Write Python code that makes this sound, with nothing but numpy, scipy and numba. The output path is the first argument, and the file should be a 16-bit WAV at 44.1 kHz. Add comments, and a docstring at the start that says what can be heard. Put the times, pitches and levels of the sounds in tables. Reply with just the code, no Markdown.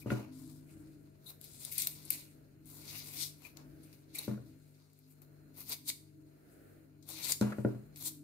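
"""A small tiled kitchen: a knife slices through a raw potato held near a stereo phone.
Wet cells tear in a fizz of filtered noise bursts, with sharp snaps and brief squeaks of shaped noise.
Cut pieces drop on a hollow counter top that booms as a bank of decaying modes, and shiver on in a dull clatter.
A fridge hums as a few wavering sine lines, over resonant low noise and a smooth room hiss."""
import sys
import numpy as np
from scipy import signal
from scipy.fft import rfft, irfft
from scipy.io import wavfile
from scipy.ndimage import uniform_filter1d
from numba import njit

SR = 44100
rng = np.random.default_rng(int(sys.argv[2]) if len(sys.argv) > 2 else 0)


def wrap_up_sound(samples):
    """Save the sound to the file named by the first command line argument, as 16-bit audio."""
    columns = np.atleast_2d(samples).T
    # keep every value between -1 and 1, then stretch to whole-number steps
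    tamed = np.clip(columns, -1, 1)
    steps = np.round(tamed * 32767).astype(np.int16)
    wavfile.write(sys.argv[1], SR, steps)


N = 362943

# resonances, each: f/Hz, width/Hz, relative level/dB
# bright fizz of tearing cells
FIZZ_BANDS = [(12900, 4900, -4)]
# sizzle below the fizz: f/Hz, width/Hz, relative level/dB
SIZZLE_BANDS = [(8820, 3800, -4)]
# crunch of the flesh: f/Hz, width/Hz, relative level/dB
CRUNCH_BANDS = [(3937, 1260, 6), (6160, 2040, -0.5)]
# broad ring of the blade: f/Hz, width/Hz, relative level/dB
BLADE_BANDS = [(2520, 990, 0)]
# dull drag of the hand: f/Hz, width/Hz, relative level/dB
DRAG_BANDS = [(660, 1225, 10.5), (1364, 900, -5)]
# drops on the counter: t/s, relative level/dB, hardness/dB, left minus right/dB; by landing place: lowest mode/dB,
# long ring near 210 Hz/dB, rings near 300 Hz/dB; clatter after it/dB
DROP_EVENTS = [(.0600, -27, -4, 3, 0.5, -13, -2, -53.5), (0.104, -34.5, 12, 5, 11, -3, -2, -48),
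               (0.118, -20.5, 0, 1.5, -1.5, -15, -3.5, -58), (.195, -37.5, 2, -1, 2, -8, -2, -64),
               (4.279, -25.5, -1.5, 3.5, -1, -5.5, -3.5, -56.5), (4.312, -40, 4, 4, 0, 13, -2, -59.5),
               (4.353, -49, -4, 0, 0, -6, 9, -70), (4.377, -44.5, 5, 4, 1, 5, -4, -88),
               (7.412, -20.5, -0.5, 2.5, -1.5, 4.5, -2, -41), (7.423, -38, 9, -2, -9, -14, 4, -51),
               (7.4448, -36, 2, 3, 5, -1, -2, -68), (7.522, -40, 10.5, 3, -1, -3, 2, -59.5),
               (7.584, -30, 2, 4, 3.5, 0, -4, -63.5), (7.6486, -16, 0.5, 2, -4.5, -8.5, -4, -68),
               (7.685, -42, -3, 0, -8, 0, -3, -62), (7.747, -41, -2, 2, 6.5, 5.5, -4, -67)]
HAND_LAG = 18  # samples by which the right port hears the hands late


def undb(db):
    """Amplitude factor of a level in dB."""
    return 10 ** (np.asarray(db) / 20)


def unit(x):
    """Scale to rms 1."""
    return x / np.sqrt(np.mean(x ** 2))


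def curves(table):
    """Columns of a table joined by straight lines, one value a sample."""
    s, *columns = np.transpose(table)
    return [np.interp(np.arange(N) / SR, s, c) for c in columns]


def noise():
    """White noise of rms near 1."""
    return rng.standard_normal(N)


def resonate(x, peaks):
    """Sum of steep resonances with alternating sign; rms near 1 for white input of rms 1."""
    out = 0
    for k, (hz, width, db) in enumerate(peaks):
        edges = [hz - width / 2, min(hz + width / 2, SR / 2.2)]
        sos = signal.butter(2, edges, "band", fs=SR, output="sos")
        out = out + (-1) ** k * undb(db) * signal.sosfilt(sos, x)
    power = sum(undb(2 * db) * 2 * width / SR for _, width, db in peaks)
    return out / np.sqrt(power)


def walk(rate):
    """Random levels held 1 / rate s and slewed twice; spread near 1."""
    k = max(int(SR / rate), 1)
    steps = np.repeat(rng.standard_normal(N // k + 1), k)
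    return unit(uniform_filter1d(uniform_filter1d(steps, k), k)[:N])


def ports(envelope, alike, lag_count):
    """Shaped noise at two microphone ports: partly alike, the right one late by lag_count samples."""
    left = noise()
    alike = np.clip(alike, 0, 1)
    right = alike * np.roll(left, lag_count) + np.sqrt(1 - alike ** 2) * noise()
    return np.array([envelope * left, np.roll(envelope, lag_count) * right])


def pan(db):
    """Left and right gains that differ by db."""
    return undb(np.array([db, -db]) / 2)


def background():
    """Drifting levels of the upper, middle and low standing waves and of the hum."""
    # kitchen background: t/s, upper standing waves/dB, middle one/dB, low ones/dB, hum/dB
    background_levels = [(0.4, -57, -56, -63.5, -61.5), (0.63, -63.5, -62, -64, -63.5),
                         (0.81, -56, -72, -60, -64), (1.07, -61, -68.5, -66, -63.5),
                         (1.23, -92, -96, -68, -64.5), (1.6, -94, -75, -64, -65.5),
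                         (1.85, -67, -70.5, -65.5, -63), (2.6, -68, -73, -65.5, -66.5),
                         (3.05, -67, -66, -64.5, -61), (3.26, -65.5, -68.5, -71, -60),
                         (3.45, -74, -71, -69, -69), (3.7, -59.5, -66.5, -62.5, -61.5),
                         (4.0, -69, -72, -71.5, -66.5), (4.46, -55.5, -68.5, -61.5, -62),
                         (4.9, -95.5, -74, -89.5, -70.5), (5.33, -72.5, -71, -72, -65),
                         (5.65, -66, -67.5, -66.5, -66), (6.27, -60.5, -76.5, -72, -63),
                         (6.42, -72, -83, -79, -70), (6.65, -68.5, -71.5, -82, -68.5),
                         (7.2, -63, -71, -64, -63), (7.9, -71, -64, -61.5, -63.5),
                         (8.14, -57.5, -66, -72, -62.5)]
    return curves(background_levels)


def fridge():
    """Compressor lines waver slightly in phase and level, the right port lagging; a thin noise whine joins."""
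    # hum lines: f/Hz, relative level/dB
    hum_lines = [(99.5, -6), (148, 1.5), (199, -15), (345, -19.5), (395.5, -12), (444, -17), (501, -32.5),
                 (643, -15), (692, -37.5)]
    # faint steady whine: f/Hz, width/Hz, relative level/dB
    whine_bands = [(4170, 160, 0), (6780, 200, -3)]
    whine_db = -88
    t, hum = np.arange(N) / SR, 0
    for hz, db in hum_lines:
        phase = 2 * np.pi * (hz * t + rng.random()) + 0.8 * walk(8)
        lag = hz / 250 * np.array([[0], [1]])  # radians, left and right
        hum = hum + np.sqrt(2) * undb(db + 1.48 * walk(6.5)) * np.sin(phase - lag)
    whine = resonate(rng.standard_normal((2, N)), whine_bands)
    whine = undb(whine_db + 2 * walk(6)) * pan(6.0)[:, None] * whine
    hum_db = background()[3]
    return undb(hum_db) * hum * pan(6.0)[:, None] + whine


def rumble():
    """Low noise from far off excites the standing waves of the kitchen."""
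    # upper standing waves: f/Hz, width/Hz, relative level/dB
    upper_waves = [(293.2, 13, -4.5), (316.9, 11.2, -3)]
    # middle standing wave: f/Hz, width/Hz, relative level/dB
    middle_wave = [(259, 10.4, 0)]
    # low standing waves: f/Hz, width/Hz, relative level/dB
    low_waves = [(68, 120, 0.5), (105.5, 17, -0.5), (121.6, 12, 4), (212, 57, -4.5)]
    push = ports(np.ones(N), alike=0.92, lag_count=0)
    waves = zip(background(), (upper_waves, middle_wave, low_waves))
    return pan(1.38)[:, None] * sum(undb(db) * resonate(push, peaks) for db, peaks in waves)


def air():
    """The still room: a smooth hiss, more alike at the ports in the bass than higher up."""
    # spectrum of the hiss: f/Hz, relative level per Hz/dB
    air_spectrum = [(20, -19.5), (45, 0.5), (100, -9), (160, -14), (300, 0.5), (460, -10.5), (640, -13),
                    (1000, -35), (1400, -19), (2400, -30), (3300, -37.5), (5900, -42), (9000, -33.5),
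                    (15500, -30.5)]
    air_db = -68.5
    hz = np.maximum(np.arange(N // 2 + 1) * SR / N, 1)
    curve_hz, curve_db = np.transpose(air_spectrum)
    gain = undb(np.interp(np.log(hz), np.log(curve_hz), curve_db))
    side = np.clip(hz / 600, .4, 1) * np.array([[1], [-1]])  # part of opposite sign at the two ports
    hiss = irfft(gain * (rfft(noise()) + side * rfft(noise())), N)
    return undb(air_db + 3.6 * walk(5.1)) * pan(0.22)[:, None] * unit(hiss)


def pressure():
    """Each push swells, holds, dies and settles; gives the gains of five parts at two ports, and the crunch pitch."""
    # pushes of the blade and rubs of the fingers: t/s at full pressure, hold/s, fizz level/dB, rise/ms and fall/ms
    # (both for 20 dB); against the fizz: sizzle/dB, crunch/dB, blade ring/dB, drag/dB;
    # left minus right/dB, crunch f/Hz
    push_events = [(0.0, 0.002, -54.5, 10, 41.7, -10, -3.5, -23, -18, 3.3, 5430),
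                   (0.103, 0.024, -65.5, 52, 194.6, -3, 7, 8, 11, 1.4, 3770),
                   (0.331, .19, -70, 28, 150.7, 2, 1.5, -18, -5, 8.7, 5140),
                   (0.693, 0.0077, -75, 60, 545, 4.5, 1, -3.5, -5, 4.3, 5000),
                   (1.302, 0.0022, -53, 75, 50.4, -16, -6, -14, -11.5, 3, 3900),
                   (1.42, 0.22, -66, 23, 198.5, 3.5, 1.5, -11, -19, 6.1, 5000),
                   (1.65, 0.046, -55, 170, 99, -0.5, -3, -13.5, -18, 6, 5050),
                   (1.72, 0.0018, -45, 18, 112, -8, -8.5, -15, -36, 8.8, 5100),
                   (1.793, .002, -43, 47, 112, 2.5, -0.5, -9.5, -24.5, 7.4, 4560),
                   (1.85, 0.035, -56.5, 100, 69.8, -6, 2, -6, -8.5, 2.4, 4300),
                   (1.92, 0.26, -64, 46, 60.2, 0.5, 0.5, -11, -9.5, 6.2, 4660),
                   (2.112, 0.002, -50, 13, 138.3, 2.5, 3, -2.5, -14.5, 2, 4340),
                   (2.665, 0.018, -66, 28, 100, -4, -3, -18, -27, 10, 4070),
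                   (2.70, 0.14, -58.5, 52, 100, -5, -4, -25, -12.5, 6.9, 4550),
                   (2.93, 0.0018, -49, 150, 272, -5.5, 2, -6.5, -12.5, 6.3, 4820),
                   (3.08, 0.16, -56.5, 100, 100.8, -7, -16, -29, -12.5, 7, 4520),
                   (3.226, 0.0011, -43.5, 105, 61, 1.5, 4, -10.5, -21, 7.7, 5750),
                   (3.457, 0.0016, -56, 82, 54.9, -9, -2, -6.5, -8, 8.1, 4410),
                   (3.581, .002, -71, 40, 110, -7, 6, -2, 9, 5, 5270),
                   (3.87, 0.13, -75, 240, 100, -4, 2.5, -4, -9, 4, 4690),
                   (4.149, 0.057, -53.5, 13, 99.6, -4.5, 1.5, -5, -10, 4.5, 4010),
                   (4.22, 0.031, -59, 100, 111.5, -3, 4.5, -1, -7, 1.9, 3940),
                   (4.51, .002, -78.5, 200, 810, -1, -2, -7, -10, 5.5, 4540),
                   (4.75, 0.29, -85.5, 340, 200, 5, 8, -10.5, -17, 3.3, 4850),
                   (5.11, 0.012, -69.5, 60, 80, -3.5, -6.5, -13, -24, 7.1, 4800),
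                   (5.22, 0.0021, -65, 11, 60, -15, -4.5, -15, -5, 4.9, 3970),
                   (5.577, 0.035, -52.5, 33, 60, -19, -7, -16, -17, 6.2, 4380),
                   (5.694, 0.015, -50.5, 49, 40, -12, 1, -12, -14, 6.8, 4790),
                   (5.727, 0.0012, -40.5, 41, 29.3, -3, 3.5, -6.5, -15.5, 3.8, 4700),
                   (5.891, 0.0017, -38, 26.4, 25.1, 0.5, 2, -18.5, -19, 5.3, 4480),
                   (6.53, .002, -82.5, 100, 200, 1.5, -6, -24, -26.5, 14, 5120),
                   (7.10, .002, -50.5, 36.5, 199.5, -3, 0, -13, -10.5, 8.4, 4200),
                   (7.16, 0.05, -57, 60, 100, -12, 0.5, -3.5, -6.5, 8, 3990),
                   (7.25, 0.018, -42, 43, 60, -2.5, 0, -11.5, -14, 9.5, 4500),
                   (7.295, 0.017, -40, 64, 53.1, -0.5, 2, -16, -15, 7.9, 4780),
                   (7.57, 0.07, -69.5, 60, 201, -1, -2, -5, 1, 3.6, 4990),
                   (7.97, 0.1, -58.5, 21, 80.1, -8, -2.5, -11, -14, 8, 4270),
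                   (8.015, .008, -49.5, 23, 50.1, -10, -4, -22, -14, 6.5, 4060),
                   (8.063, 0.018, -40.5, 56, 27.85, -4, -3, -25, -21.5, 4.7, 4290)]
    # the hands never rest: fizz level/dB; against it sizzle/dB, crunch/dB, blade ring/dB, drag/dB;
    # left minus right/dB, crunch f/Hz
    holding = (-86, -6.5, 1.5, -2, 3, 1.5, 4694.5)
    settle_db, settle_ms = -41, 710  # the cut settles softly after each push; time for 20 dB
    t = np.arange(0, N / SR + .01, 1 / 1000)  # 1 ms grid
    s, hold, db, rise, fall, *rest = np.transpose(push_events)[:, :, None]
    before = np.maximum(s - t, 0) * 1000
    after = np.maximum(t - s - hold, 0) * 1000
    dying = undb(-20 * after / fall) + undb(settle_db - 20 * after / settle_ms)
    push = undb(db - 20 * before / rise) * dying
    power = np.vstack([push, undb(holding[0]) + 0 * t]) ** 2
    *parts_db, pan_db, hz = (np.append(c, h) for c, h in zip(rest, holding[1:]))

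    def fine(v):
        """From the 1 ms grid to one value a sample."""
        return np.interp(np.arange(N) / SR, t, v)

    gains = []
    for part_db in [0 * hz] + parts_db:  # the fizz is the reference
        gains.append([fine(np.sqrt((undb(part_db) * p) ** 2 @ power)) for p in pan(pan_db)])
    crunch_hz = hz @ power / power.sum(axis=0)  # the strongest push dominates
    return np.array(gains), fine(crunch_hz)


def tearing(per_s=2500.0, spread_db=0.5, burst_ms=0.624, bed=1.1):
    """Cells burst at random moments, some louder than the rest, over a wet hiss; the blade sticks and slips."""
    loudness = undb(spread_db * np.minimum(rng.exponential(size=N), 4))
    bursts = (rng.random(N) < per_s / SR) * loudness
    bursts = signal.lfilter([1], [1, -np.exp(-1000 / (burst_ms * SR))], bursts)
    return unit((bed + unit(bursts)) * undb(0.95 * walk(50)))


@njit
def sweep(x, hz, width):
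    """State-variable band-pass with a moving centre, gain 1 there."""
    y, band, low = np.empty(len(x)), 0., 0.
    for i in range(len(x)):
        g, k = np.tan(np.pi * hz[i] / SR), width / hz[i]
        v = (band + g * (x[i] - low)) / (1 + g * (g + k))
        band, low, y[i] = 2 * v - band, low + 2 * g * v, k * v
    return y


def slicing():
    """Grainy noise of torn cells rings the tuber, the blade and the hand that drags it, driven by the pushes."""
    # narrow rings of the blade: f/Hz, width/Hz, relative level/dB
    steel_rings = [(2273, 220, -13.5), (4080, 72, 6), (4826, 130, 1.5), (6380, 350, -2.5), (8640, 540, -5),
                   (12500, 600, 5)]
    steel_db = -12
    gains, crunch_hz = pressure()
    grain = tearing()
    tear, slit = (ports(grain, alike=0.059, lag_count=HAND_LAG) for _ in range(2))
    # the opening slit adds a resonance whose pitch moves with the pushes
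    opening = unit(np.array([sweep(v, crunch_hz, 600.0) for v in slit]))
    crunch = undb(-4.0) * resonate(tear, CRUNCH_BANDS) + undb(-7.0) * opening
    crunch = crunch + undb(steel_db) * resonate(slit, steel_rings)
    fizz, sizzle = resonate(tear, FIZZ_BANDS), resonate(slit, SIZZLE_BANDS)
    blade, drag = resonate(slit, BLADE_BANDS), resonate(tear, DRAG_BANDS)
    parts = fizz, sizzle, crunch, blade, drag
    return sum(gain * undb(2.07 * walk(35)) * part for gain, part in zip(gains, parts))


def squeaks():
    """Wet skin or blade rubs briefly: flat-topped noise excites a narrow ring and a broad hiss together."""
    # squeaks: t/s, length/ms, f/Hz, width/Hz, ring level/dB, hiss level/dB, left minus right/dB
    squeak_events = [(0.015, 19, 2380, 300, -62.5, -68, 16), (1.259, 51, 3890, 490, -60, -65.5, 16.5),
                     (3.442, 31, 2450, 250, -60.5, -98, 15.5), (4.149, 15, 2360, 300, -48, -45, 4),
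                     (4.184, 11.2, 4060, 497, -41.5, -38, 6), (5.692, 12, 13400, 2500, -44, -50.5, 7),
                     (5.888, 11, 4440, 700, -41, -58.5, 4.5), (7.317, 11, 4670, 500, -36, -35, 1.5),
                     (7.524, 12, 1430, 660, -44, -80, 3), (7.534, 24, 1850, 1190, -64, -87, 4)]
    out, size = np.zeros((2, N)), SR // 10
    t = np.arange(size) * 1000 / SR  # ms
    rubs = rng.standard_normal((len(squeak_events), 2, size))
    for (s, ms, hz, width, ring_db, hiss_db, pan_db), rub in zip(squeak_events, rubs):
        rub = rub * np.clip(t / 1.3, 0, 1) * np.clip((ms - t) / 4.3, 0, 1)
        ring = undb(ring_db) * resonate(rub, [(hz, width, 0)])
        hiss = undb(hiss_db) * resonate(rub, FIZZ_BANDS + SIZZLE_BANDS)
        start = int(s * SR)
        out[:, start:start + size] += pan(pan_db)[:, None] * (ring + hiss)
    return out


def drops():
    """Each piece pushes the counter briefly and rings its modes; harder landings reach the high ones."""
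    # modes of the hollow counter: f/Hz, relative level/dB, t60/s
    counter_modes = [(122.5, 7, 0.29), (208.3, 4.5, 0.3), (212, 11, 0.04), (266, -3.5, 0.3),
                     (309, -4.5, 0.33), (370.4, 1.5, 0.15), (445, 3, 0.026), (406, -12.5, 0.36),
                     (460.5, -9.5, 0.13), (521, -1, 0.059), (564, -5, 0.062), (660, -32, 0.5),
                     (720, -20, 0.16), (791, -26, 0.09), (950, -14, 0.015), (1186, -21.5, 0.03),
                     (1390, -20, 0.022), (1432, -8, 0.025), (1810, -22, 0.043), (2300, -35, 0.033)]
    # how the modes reach the ports: f/Hz, left minus right/dB, left leads by/rad
    counter_ports = [(122, 0, -0.5), (210, 0.5, -0.26), (310, -6, 0.1), (370, 1, 0.8), (540, -1, -0.1),
                     (1400, 1.5, 0.3)]
    # loose things on the counter: f/Hz, width/Hz, relative level/dB
    rattle_bands = [(650, 300, 21), (1060, 1400, -18), (1840, 410, -23)]
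    boom_build_ms = 5.6  # the hollow under the top is slow to start
    size = 3 * SR // 4
    out, t = np.zeros((2, N + SR)), np.arange(size) / SR
    hz, mode_db, t60 = np.transpose(counter_modes)
    port_hz, *columns = np.transpose(counter_ports)
    lean_db, lead = (np.interp(np.log(hz), np.log(port_hz), c) for c in columns)
    build_s = np.append(boom_build_ms / 1000, 0.46 / hz[1:])  # the others build up within a cycle
    shape = np.exp(-np.log(1000) * t / t60[:, None]) * (1 - np.exp(-t / build_s[:, None]))
    turn = 2 * np.pi * hz[:, None] * t + np.array([lead, -lead])[:, :, None] / 2
    # the top dips under the blow while the hollow below puffs out: low and high modes start with opposite sign
    rings = (np.sign(300 - hz) * pan(lean_db))[:, :, None] * shape * np.sin(turn)
    upper = np.clip(np.log2(hz / 300), 0, 2)  # octaves above 300 Hz
    shakes = rng.standard_normal((len(DROP_EVENTS), 2, size))
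    for (s, db, hard_db, pan_db, low_db, long_db, mid_db, _), shake in zip(DROP_EVENTS, shakes):
        place_db = np.append([low_db, long_db, 0, mid_db, mid_db], np.zeros(len(hz) - 5))
        ring = undb(mode_db + upper * hard_db + place_db) @ rings
        rattle = undb(hard_db - 14) * resonate(shake * np.exp(-t / 0.014), rattle_bands)
        start = int(s * SR)
        out[:, start:start + size] += undb(db - 12.5) * pan(pan_db)[:, None] * (ring + rattle)
    return out[:, :N]


def clatter():
    """After each drop the wet piece and its neighbours shiver on: dull noise with a little hiss."""
    hiss_db, decay_s = -15.5, 0.041  # hiss against the dull part; time constant
    s, *_, db = np.transpose(DROP_EVENTS)
    hits = np.zeros(N)
    hits[(s * SR).astype(int)] = undb(db)
    shiver = signal.lfilter([1], [1, -np.exp(-1 / (decay_s * SR))], hits)
    shiver = shiver * undb(3.9 * walk(60))
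    shake = ports(shiver, alike=0.15, lag_count=HAND_LAG)
    dull = ports(shiver, alike=0.56, lag_count=HAND_LAG // 3)
    hiss = resonate(shake, BLADE_BANDS) + resonate(shake, CRUNCH_BANDS)
    hiss = hiss + undb(2.0) * resonate(shake, SIZZLE_BANDS + FIZZ_BANDS)
    return pan(3.9)[:, None] * (resonate(dull, DRAG_BANDS) + undb(hiss_db) * hiss)


def snaps():
    """Single cracks of the flesh: a short creak, a click with a ragged body, then the split tears on softly."""
    # flesh snaps: t/s, relative level/dB, left minus right/dB, crunch/dB, blade ring/dB, f/Hz,
    # body decay/ms (never under 0.2), tearing on after it/dB
    snap_events = [(0.1021, -56, 0, -20, 21, 12000, 1.4, -12), (1.4134, -40, 12, -7, -32, 13000, 0.67, -30),
                   (1.4414, -40.5, 8.5, -6.5, -19, 12300, 0.88, -2),
                   (1.6499, -25.5, 15, -14.5, -27.5, 9500, 1.4, -24),
                   (1.7173, -43.5, 18, -20, -25.5, 13400, 1.2, -22.5),
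                   (1.725, -35, 17, -8.5, -20.5, 9500, 1.2, -23.5),
                   (1.7806, -23.5, 11, -14, -29, 12800, 1.3, -21),
                   (1.7825, -20.5, 13.5, -12, -23.5, 9800, 1.2, -11.5),
                   (1.8012, -19, 2, -15, -22.5, 8850, 1.2, -17),
                   (1.8207, -22.5, 5.5, -1.5, -27.5, 12900, 1.5, -14.5),
                   (1.8485, -25, 3.5, -18, -29, 8770, 1.4, -18.5),
                   (1.8715, -17.5, 9, -10.5, -14, 13300, 1.9, -27.5),
                   (1.9357, -52, 3, -25, -28, 12900, 1.2, -19),
                   (2.052, -39.5, 12, -21, -30.5, 11100, 1.3, -9.5),
                   (2.105, -18, 14.5, -11.5, -17.5, 12730, 1.6, -42.5),
                   (2.13, -28, 4, -17.5, -21.5, 12900, 1.1, -30),
                   (2.6577, -46.5, 12, -24, -31, 10300, 0.79, -26), (2.691, -46, 3, -18, -30, 9000, 1, -20),
                   (3.571, -45.5, 18.5, 5, -6, 7600, 1.2, -39), (3.8327, -52.5, 7, -7, -35, 10200, 1.2, 9),
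                   (3.9288, -53, 6, 1, -2.5, 12400, 0.42, -2),
                   (4.9322, -57, 17, -22.5, -30, 14600, 1.9, -26),
                   (4.99, -54, 13, -26.5, -28, 13000, 1.2, -17),
                   (5.219, -48, 10.5, -20, -21.5, 12900, 1.3, -17.5),
                   (5.5444, -56, 4, -14, -25, 11500, 1.2, -20),
                   (5.5767, -48, 12.5, -21.5, -28, 12100, 1.2, -21),
                   (5.606, -38, 8, -3, -15.5, 12500, 1.5, -19), (5.696, -41, 2, -13, -20, 13300, 1.2, -19),
                   (5.882, -28, 1.5, -22.5, -29, 11700, 1.1, -21),
                   (5.9004, -23, -1, -1, -9, 7100, 0.93, -18.5), (7.026, -57, 17.5, -4, -22, 8840, 1.44, 3),
                   (7.089, -40.5, 16, -6, -28.5, 11800, 1.3, -8.5),
                   (7.3215, -15, 12, -10, -18.5, 7900, 1.1, -21.5),
                   (7.412, -28, 2.5, 0, -9.5, 7300, 0.99, -18), (7.2503, -34, 10, -13, -18, 9000, 1.3, -16),
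                   (7.96, -41, 3, -4, -8, 7200, 1, -17)]
    rise_ms, core_ms, lead_ms = 0.1, 0.35, 0.6  # click rise and decay; the flesh creaks up to the click
    body_db, echo_ms, echo_db = -5.5, 3.1, -12  # ragged body; echo off the counter
    out, size, lead = np.zeros((2, N + SR)), SR // 8, SR // 200
    ms_after = (np.arange(size) - lead) * 1000 / SR
    before, after = np.maximum(-ms_after, 0), np.maximum(ms_after, 0)
    click = np.clip(ms_after / rise_ms, 0, 1) * np.exp(-after / core_ms)
    grains = rng.standard_normal((len(snap_events), 2, size))
    for (s, db, pan_db, crunch_db, blade_db, hz, ms, after_db), grain in zip(snap_events, grains):
        body = undb(body_db) * np.exp(-after / max(ms, .2))
        body = body + np.abs(grain) * undb(after_db) * np.exp(-after / 15)
        burst = np.sign(grain) * (click + body * np.exp(-before / lead_ms))
        bands = FIZZ_BANDS + SIZZLE_BANDS, [(hz, 2500, 0)], CRUNCH_BANDS, BLADE_BANDS
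        parts = [resonate(burst, peaks) for peaks in bands]
        levels_db = -3., -1.5, crunch_db, blade_db
        crack = sum(undb(d) * p / np.abs(p).max() for d, p in zip(levels_db, parts))
        crack = crack + undb(echo_db) * np.roll(crack, int(echo_ms * SR / 1000), axis=1)
        start = int(s * SR) - lead
        out[:, start:start + size] += undb(db) * pan(pan_db)[:, None] * crack
    return out[:, :N]


def shade(x):
    """Dips that the body of the phone cuts into sound from close by."""
    # shaded bands: f/Hz, width/Hz, depth/dB
    port_dips = [(1760, 360, -2.5), (3270, 650, -2.5), (10440, 920, -2)]
    hz = np.arange(N // 2 + 1) * SR / N
    dip_db = sum(db * np.exp(-2 * ((hz - f) / w) ** 2) for f, w, db in port_dips)
    return irfft(rfft(x) * undb(dip_db), N)


def room(x):
    """Tiled walls return a short decaying wash, different at each port."""
    t60_s, wash_db, low_hz = 0.34, -7.5, 296
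    t = np.arange(SR // 2) / SR
    tail = rng.standard_normal((2, len(t))) * np.exp(-np.log(1000) * t / t60_s) * (t > .002)
    tail = tail / np.sqrt(np.sum(tail ** 2, axis=1, keepdims=True))
    tail = signal.sosfilt(signal.butter(2, low_hz, "high", fs=SR, output="sos"), tail)
    mono = x.mean(axis=0, keepdims=True)
    return undb(wash_db) * signal.fftconvolve(mono, tail, axes=1)[:, :N]


def scene():
    """Cutting, clatter and thuds with their wash, over the fridge, the rumble and the air."""
    near = shade(slicing() + snaps() + squeaks()) + clatter()
    thuds = drops()
    wash = room(near + undb(3.0) * thuds)
    return near + thuds + wash + fridge() + rumble() + air()


def record(dry):
    """The phone loses the deepest bass and cuts the top steeply."""
    low_hz, top_hz = 61.4, 15600
    dry = signal.sosfilt(signal.butter(2, low_hz, "high", fs=SR, output="sos"), dry)
    return signal.sosfilt(signal.ellip(10, .2, 70, top_hz, fs=SR, output="sos"), dry)


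dry = scene()
out = record(dry)
wrap_up_sound(out)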